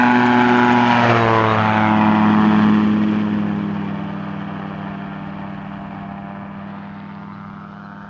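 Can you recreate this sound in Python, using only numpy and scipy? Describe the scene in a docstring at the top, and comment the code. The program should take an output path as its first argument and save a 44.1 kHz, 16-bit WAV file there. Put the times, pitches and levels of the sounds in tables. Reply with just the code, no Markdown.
"""Gyroplane fly-by

A gyroplane at full power lifts off a dirt strip, passes close to a hand-held microphone and climbs away.
Its pusher propeller buzzes over the exhaust drone, the rotor swish and the roar of torn air.
The ground echoes it, the microphone's notches shift as it turns, and light wind rumbles on its port."""
import sys
import numpy as np
from scipy import signal
from scipy.fft import rfft, irfft
from scipy.io import wavfile
from scipy.ndimage import uniform_filter1d

SR = 44100
rng = np.random.default_rng(int(sys.argv[2]) if len(sys.argv) > 2 else 0)


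def digitize_waveform(pressure):
    """Quantize a signal to 16-bit integers and store it at the path in sys.argv[1].

    Rows of a 2-D input are taken as channels; values are limited to [-1, 1].
    """
    field = np.atleast_2d(pressure).T
    bounded = np.clip(field, -1, 1)
    quanta = np.round(bounded * 32767).astype(np.int16)
    wavfile.write(sys.argv[1], SR, quanta)


N = 356769
TIME = np.arange(N) / SR
HOP, SIZE = 256, 1024  # short-time spectra, in samples
SPEED_M_S, PASS_S, NEAREST_M, SOUND_M_S = 25.27, 1.2575, 9.3, 343  # a straight flight past the listener


def gain_of(db):
    """Decibels to gain."""
    return 10 ** (np.asarray(db) / 20)


def unit_rms(x):
    """Scales to rms 1."""
    return x / np.sqrt(np.mean(x ** 2) + 1e-20)


def eq_curve(points, hz):
    """Joins EQ points on a log-frequency axis."""
    point_hz, db = np.transpose(points)
    return np.interp(np.log(hz + 1), np.log(point_hz + 1), db)


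def bell(x, centre, width):
    """Bell curve of height 1; the width is two standard deviations."""
    return np.exp(-2 * ((x - centre) / width) ** 2)


def automation(rows, t):
    """One curve over the times t for each column after a table's time column."""
    times, *columns = np.transpose(rows)
    return [np.interp(t, times, column) for column in columns]


def wander(seconds):
    """Smooth random motion of rms 1 that changes over the given time."""
    x = rng.standard_normal(N // 64 + 2)
    for _ in range(2):
        x = uniform_filter1d(x, max(round(seconds * SR / 64), 1))
    return np.interp(np.arange(N) / 64, np.arange(len(x)), unit_rms(x))


def grid():
    """Frequencies and times of the short-time spectra."""
    return np.fft.rfftfreq(SIZE, 1 / SR)[:, None], np.arange(-(-N // HOP) + 1) * HOP / SR


def apply_eq(x, db):
    """Moving EQ, given in dB over frequency and frame; folding the cepstrum makes it causal."""
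    spectra = signal.stft(x, nperseg=SIZE, noverlap=SIZE - HOP)[2]
    log_gain = np.maximum(db, -120) * np.ones(spectra.shape) * np.log(10) / 20
    cepstrum = irfft(log_gain, axis=0)
    cepstrum[1:SIZE // 2] *= 2
    cepstrum[SIZE // 2 + 1:] = 0
    response = np.exp(rfft(cepstrum, axis=0))
    return signal.istft(spectra * response, nperseg=SIZE, noverlap=SIZE - HOP)[1][:N]


def white_noise():
    """White noise of 0 dB per Hz."""
    return rng.standard_normal(N) * np.sqrt(SR / 2)


def wind():
    """Gusts buffet the microphone port with lumpy low noise and a few single puffs."""
    # The wind's dark tone. Each row: frequency in Hz, relative level in dB.
    colour = [(15, -24.5), (30, -11), (55, -6), (90, -3.5), (130, -3), (200, -23), (400, -58)]
    # Swells above the calm. Each row: peak time in seconds, level in dB, half-width in seconds.
    gusts = [(0, -50, .05), (.36, -47, .08), (.67, -46.5, .08), (1.3, -43.5, .3), (2.0, -50.5, .3),
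             (2.6, -48, 0.089), (2.95, -47, .12), (3.398, -48, .06), (4.804, -47, .1), (5.3, -48.5, .2),
             (6.0, -49, .4), (5.65, -51, .2), (6.5, -52, 0.087), (7.52, -53, 0.045), (8.07, -54, .03)]
    # Puffs on the port. Each row: time in seconds, level in dB.
    puffs = [(1.254, -25.5), (1.367, -29), (6.919, -44), (7.531, -50)]
    calm_db = -57
    low_noise = unit_rms(apply_eq(white_noise(), eq_curve(colour, grid()[0])))
    level = gain_of(calm_db) + sum(gain_of(db) * bell(TIME, at, 2 * half) for at, db, half in gusts)
    out = low_noise * level * gain_of(2.5 * np.clip(wander(0.031), -2, 2))
    for at, db in puffs:
        swing = np.clip((TIME - at) / .004, -9, 9)
        out -= gain_of(db) * swing * np.exp(-swing ** 2 / 2)  # one push and pull of pressure
    return out


def handling_ticks():
    """Faint, bright grains of noise as the microphone is turned."""
    # Each row: start in seconds, peak level in dB.
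    ticks = [(6.8299, -49), (7.0, -40), (7.1502, -40), (7.3984, -49), (7.7258, -55)]
    out = np.zeros(N)
    band = signal.butter(5, [2700, 4500], "bandpass", fs=SR, output="sos")
    envelope = signal.windows.exponential(500, center=40, tau=90, sym=False)
    for start, db in ticks:
        grain = signal.sosfilt(band, rng.standard_normal(500) * envelope)
        out[round(start * SR):][:500] += gain_of(db) * grain / abs(grain).max()
    return out


def whistles():
    """Short, thin falling tones with a rough edge."""
    # Each row: start in seconds, first and last pitch in Hz, length in seconds, level in dB.
    glides = [(1.169, 3950, 3770, 0.115, -35.5), (1.454, 3760, 3730, 0.1, -34), (6.8, 4500, 4300, .03, -66),
              (6.967, 4500, 4350, .03, -71.5), (7.316, 4150, 3950, 0.051, -55),
              (7.463, 5000, 4200, .04, -62), (7.823, 4200, 4000, 0.061, -58)]
    out = np.zeros(N)
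    for start, start_hz, end_hz, length, db in glides:
        hz = np.linspace(start_hz, end_hz, round(length * SR))
        rough = 1 + 0.29 * unit_rms(uniform_filter1d(rng.standard_normal(len(hz)), 150))
        tone = np.sin(2 * np.pi * np.cumsum(hz) / SR)
        out[round(start * SR):][:len(hz)] += gain_of(db) * np.hanning(len(hz)) * rough * tone
    return out


def flight_position(t):
    """Metres the craft has flown past the nearest point, and its distance in metres."""
    past = SPEED_M_S * (t - PASS_S)
    return past, np.hypot(past, NEAREST_M)


def ground_echo_db():
    """The bounce off the ground combs the sound; rough soil scatters the echo's treble."""
    # The reflection. Each row: time in seconds, delay in milliseconds, strength from 0 to 1.
    bounce = [(0, 1.25, 0.74), (.6, 1.414, 0.48), (.95, 1.4, 0.82), (1.2, 1.83, 0.1), (1.4, 2.18, 0.43),
              (1.65, 1.51, 0.68), (2.2, 1.39, 0.86), (2.6, 1.28, 0.73), (3.05, 0.77, 0.2), (3.5, 1.1, 0),
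              (4, 1.55, 0.5), (5.2, 1.45, .75), (8.09, 1.63, 0.75)]
    hz, t = grid()
    delay_ms, strength = automation(bounce, t)
    start_hz, end_hz, sink_s = 4020, 900, 0.94
    cutoff_hz = end_hz + (start_hz - end_hz) * np.exp(-t / sink_s)
    echo = strength * np.exp(-(hz / cutoff_hz) ** 2)
    lag_turns = hz * delay_ms / 1000 - 0.15  # soft ground turns the echo's phase
    comb = 1 + echo * np.exp(-2j * np.pi * lag_turns)
    return 20 * np.log10(abs(comb)) - 10 * np.log10(1 + echo ** 2)


def air_and_microphone_db():
    """Air dulls the distant craft, and the microphone's notches slide as the source moves off axis."""
    # The microphone's aim. Each row: time in seconds, frequency factor, notch depth from 0 to 1,
    # extra treble loss in dB per kHz.
    aim = [(0, 0.84, 0.53, .5), (.6, 1.09, 0.15, 0), (.95, 1.04, 0.6, 0.5), (1.3, 0.936, 0.4, -0.04),
           (1.6, 1.46, 0, 1.4), (2.0, 1.08, 1, 1.8), (2.6, 1.02, 0.62, 0.2), (6.5, 1, 0.8, 0.03),
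           (6.9, 1.1, 0, -0.5), (7.3, 1.21, 0.5, -1.7), (8.09, 1.38, 0.7, -2)]
    # Its notches on axis. Each row: centre in Hz, width in Hz, gain at full depth in dB.
    notches = [(1450, 250, -7.5), (2034, 180, -13.5), (2540, 170, -3.5), (3430, 640, -5.5), (4100, 250, 0),
               (5200, 370, -0.5), (6230, 300, -4.5), (6500, 250, -5.5)]
    # Its port's tone on axis. Each row: frequency in Hz, gain in dB.
    port = [(3000, -1), (3400, 0.5), (3560, -4), (4800, -1), (5600, -4)]
    hz, t = grid()
    shift, depth, off_axis_loss = automation(aim, t)
    notch_db = sum(db * depth * bell(hz, centre * shift, width * shift) for centre, width, db in notches)
    distance = flight_position(t)[1]
    loss_db_per_khz = 0.67 + .02 * distance + off_axis_loss
    return notch_db + eq_curve(port, hz / shift) - loss_db_per_khz * (hz - 900) / 1000  # pivots at 900 Hz


def gliding_bands_db():
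    """Bands that stand out or sink for a while as they glide."""
    # Each row: start and end in seconds, first and last centre in Hz, width in Hz, gain in dB.
    bands = [(-0.6, 1.01, 853, 850, 95, 8.5), (-0.24, 0.93, 1440, 1430, 210, 5.5),
             (.5, 1.12, 1000, 940, 110, 8), (1.37, 1.34, 750, 890, 90, 7), (1.0, 1.77, 430, 425, 80, 9),
             (1.17, 1.74, 980, 1160, 210, 6.5), (1.6, 2.3, 2550, 2170, 430, 5.5),
             (1.5, 6.1, 3250, 3150, 340, 5.5), (3.5, 6.5, 690, 700, 34, 4.5),
             (0.9, 2.72, 520, 1280, 280, 5.5), (2, 4.4, 425, 350, 60, 6.5), (5.0, 8.2, 400, 390, 224, -9.5),
             (7, 8.34, 900, 1760, 330, 7), (7.5, 8.9, 1900, 2700, 530, -10.5),
             (6.5, 8.7, 4300, 5300, 1130, 14.5)]
    hz, t = grid()
    out = 0
    for start, end, start_hz, end_hz, width, db in bands:
        progress = np.clip((t - start) / (end - start), 0, 1)
        fade = np.minimum(1.6 * np.sin(np.pi * progress), 1)
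        out += db * fade * bell(hz, start_hz + progress * (end_hz - start_hz), width)
    return out


def flicker_db(rms_db, bins, frames):
    """Random swells in small patches of time and frequency."""
    hz, t = grid()
    field = rng.standard_normal((len(hz), len(t)))
    return rms_db * unit_rms(uniform_filter1d(uniform_filter1d(field, bins, 0), frames, 1))


def rumble(tone_db):
    """A bed of low noise that follows the level of a blade tone."""
    # The rumble's tone. Each row: frequency in Hz, gain in dB.
    colour = [(60, -38.5), (120, -24.5), (200, -19.5), (260, -8), (330, -24), (420, -20.5), (600, -69)]
    level = gain_of(tone_db - 19 + 0.5 * wander(0.014))
    return apply_eq(white_noise() * level, eq_curve(colour, grid()[0]))


def rotor_swish(blade_phase):
    """A short high swish from each tip of the two-blade rotor, one blade louder."""
    # The swish's fader. Each row: time in seconds, level before the EQ in dB per Hz.
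    fader = [(0, -82), (.5, -76.5), (.9, -83.5), (1.3, -90), (2.5, -95), (5, -118)]
    # Its airy tone. Each row: frequency in Hz, gain in dB.
    colour = [(3000, -31), (5000, -9.5), (6000, -7.5), (6800, 1.5), (7600, -11.5)]
    passes_per_propeller_blade = .1065
    angle = 2 * np.pi * (passes_per_propeller_blade * blade_phase + .535)
    swish = np.exp(4.3 * (np.cos(angle) - 1))
    accent_db = 2.0 * np.cos(angle / 2) + 2.5 * wander(0.046)
    level = gain_of(automation(fader, TIME)[0] + accent_db)
    return apply_eq(swish * level * white_noise(), eq_curve(colour, grid()[0]))


def air_roar(blade_phase, level_db, eq_db):
    """Torn air, beating with the propeller blades and slapped by the rotor as it passes."""
    # Rotor slaps overhead. Each row: time in seconds, level on the roar's scale in dB,
    # half-width in seconds.
    slaps = [(1.047, -47.5, .012), (1.104, -38.5, 0.0093), (1.172, -42.5, 0.013), (1.514, -53, 0.0046)]
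    # The roar's tone. Each row: frequency in Hz, gain in dB.
    colour = [(40, -45), (100, -26.5), (250, -25), (500, -13.5), (900, -14), (1500, -11), (2200, -15),
              (3200, -20.5), (4700, -31), (5600, -33), (6600, -32), (7500, -51)]
    depth = 0.22
    beat = np.exp(depth * np.cos(2 * np.pi * (blade_phase - .15))) / np.sqrt(np.i0(2 * depth))  # rms 1
    level = gain_of(level_db + 0.88 * wander(.012) + .5 * wander(0.01)) * beat
    level += sum(gain_of(db) * bell(TIME, at, 2 * half) for at, db, half in slaps)
    tone_db = eq_curve(colour, grid()[0]) + eq_db
    return apply_eq(level * white_noise(), tone_db + flicker_db(0.91, bins=14, frames=4))


def exhaust_drone(blade_phase, level_db):
    """The engine's firing tone, with weaker side tones from uneven cylinders."""
    # Each row: multiple of the firing rate, level against the firing tone in dB.
    side_tones = [(.5, -22), (.75, -16), (1.5, -18), (1.75, -17), (2.0, -17), (2.25, -18), (2.75, -21)]
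    firings_per_blade = 1.62
    firing_phase = firings_per_blade * blade_phase
    out = gain_of(level_db + 0.73 * wander(0.027)) * np.cos(2 * np.pi * firing_phase)
    for multiple, db in side_tones:
        level = gain_of(level_db + db + 2.0 * wander(0.13))
        out += level * np.cos(2 * np.pi * (multiple * firing_phase + rng.random()))
    return np.sqrt(2) * out


def propeller_hum(blade_phase, first_db, second_db, third_db):
    """The three lowest blade tones; eddies in the air make them shimmer a little."""
    harmonics = [(1, first_db, 0.15, 0.98), (2, second_db, .02, 0.71), (3, third_db, 0.013, 1.5)]
    out = 0
    for k, db, lag, shimmer_db in harmonics:
        out += gain_of(db + shimmer_db * wander(0.019)) * np.cos(2 * np.pi * (k * blade_phase - lag))
    return np.sqrt(2) * out


def propeller_buzz(blade_phase, level_db, eq_db):
    """One sharp pulse per blade; eddies shake each overtone in size and phase, more over a long way."""
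    # Each pulse chirps upward until the craft has passed.
    # Each row: time in seconds, lag in cycles per harmonic number squared.
    chirp_curve = [(1.5, 0.00913), (2.0, 0.00085)]
    # Far pulses smear, then sharpen at the end. Each row: time in seconds, full phase drift in cycles.
    blur_curve = [(6.8, .16), (7.3, .07)]
    # The buzz's tone. Each row: frequency in Hz, gain in dB.
    colour = [(300, -9.5), (400, -12), (600, -13.5), (900, -10.5), (1300, -11), (1800, -14.5), (2500, -22),
              (3500, -28), (5000, -60)]
    far = np.clip((-21.5 - level_db) / 13, 0, 1)  # faintness stands in for distance
    jitter = (0.0032 + 0.0084 * far) * wander(.012)
    chirp = automation(chirp_curve, TIME)[0]
    blur = automation(blur_curve, TIME)[0]
    pulses = np.zeros(N)
    for k in range(4, 40):
        capped = min(k, 12)  # the chirp ends at this harmonic
        lag = chirp * capped * (2 * k - capped)
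        drift = .025 * wander(.04) + blur * far * wander(.4)
        shimmer_db = (.9 + 1.5 * far) * wander(0.02)
        fading_db = far * (1.9 * wander(0.36) - 0.18 * max(k - 8, 0))
        phase = k * (blade_phase + jitter) - lag + drift
        pulses += gain_of(shimmer_db + fading_db) * np.cos(2 * np.pi * phase)
    bite_db = (1.1 + .5 * far) * wander(.007)  # each blade cuts uneven air
    buzz = np.sqrt(2) * gain_of(level_db + bite_db) * pulses
    return apply_eq(buzz, eq_curve(colour, grid()[0]) + eq_db)


def scene():
    """The gyroplane drops in pitch as it passes and fades with distance, over light wind."""
    # How loud each layer sounds at the listener, before the fade with distance. Each row: time in
    # seconds, then faders in dB for blade tones one, two and three, the firing tone, buzz and roar.
    faders = [(0, -35, -15.5, -33, -45, -14, -37.5), (.2, -28.5, -15.5, -24, -39, -18.5, -39.5),
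              (.6, -30, -15.5, -21.5, -34.5, -17.5, -40.5), (.82, -26.5, -16.5, -26, -31.5, -20, -38.5),
              (.95, -28, -19.5, -34.5, -30, -14.5, -35.5), (1.1, -17.5, -20, -23.5, -32, -16.5, -38),
              (1.22, -21.5, -24, -22.5, -35, -17, -42), (1.45, -21, -26.5, -26, -36, -18, -42),
              (1.6, -22.5, -22, -38, -29, -21, -40.5), (1.78, -24.5, -20, -27.5, -32, -18, -39.5),
              (2.0, -27, -15, -23.5, -27, -18.5, -40), (2.68, -28.5, -12, -24, -25, -20.5, -44),
              (2.93, -30, -14, -23, -29, -30, -46), (3.5, -31.5, -17.5, -27, -24, -29.5, -48),
              (4.25, -35.5, -23, -33, -25, -27, -48), (5.4, -36.5, -22.5, -32.5, -26.5, -25.5, -46),
              (6.7, -35, -21.5, -38.5, -28, -25.5, -47.5), (7.35, -34.5, -23, -47, -26.5, -28.5, -54),
              (8.09, -38.5, -24.5, -47, -29, -26.5, -50.5)]
    # The throttle eases after the pass. Each row: time in seconds, blade rate on board in Hz.
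    blade_rate = [(0, 113.7), (.8, 114.15), (1.3, 113.9), (2, 114.3), (3.2, 113.3), (3.85, 107.9),
                  (4.4, 106.75), (5.1, 106.25), (6.05, 106.6), (8.09, 108.5)]
    past, distance = flight_position(TIME)
    hold_m = 37  # the level falls as 1 / distance only beyond this
    spread_db = -20 * np.log10(np.maximum(distance / hold_m, 1))
    first_db, second_db, third_db, firing_db, buzz_db, roar_db = automation(faders, TIME) + spread_db
    doppler_stretch = 1 + SPEED_M_S * past / distance / SOUND_M_S
    blade_phase = np.cumsum(automation(blade_rate, TIME)[0] / doppler_stretch) / SR  # in cycles
    path_db = ground_echo_db() + air_and_microphone_db()
    bands_db = gliding_bands_db()
    craft = propeller_hum(blade_phase, first_db, second_db, third_db)
    craft += exhaust_drone(blade_phase, firing_db)
    craft += rotor_swish(blade_phase)
    craft += propeller_buzz(blade_phase, buzz_db, path_db + bands_db)
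    craft += air_roar(blade_phase, roar_db, path_db + 0.66 * bands_db)  # a wider source is less coloured
    craft += rumble(second_db)
    return (craft + whistles() + handling_ticks() + wind())[None]


def record(dry):
    """Soft overload, faint circuit hiss, a bass cut and a steep treble cut."""
    saturated = 0.88 * np.tanh(dry / 0.96) + gain_of(-91.0) * rng.standard_normal(dry.shape)
    bass_cut = signal.butter(2, 22, "highpass", fs=SR, output="sos")
    treble_cut = signal.firwin(401, cutoff=7650, window=("kaiser", 9), fs=SR)
    filtered = signal.oaconvolve(signal.sosfilt(bass_cut, saturated), treble_cut[None], "same")
    return filtered + gain_of(-102) * rng.standard_normal(dry.shape)


dry = scene()
out = record(dry)
digitize_waveform(out)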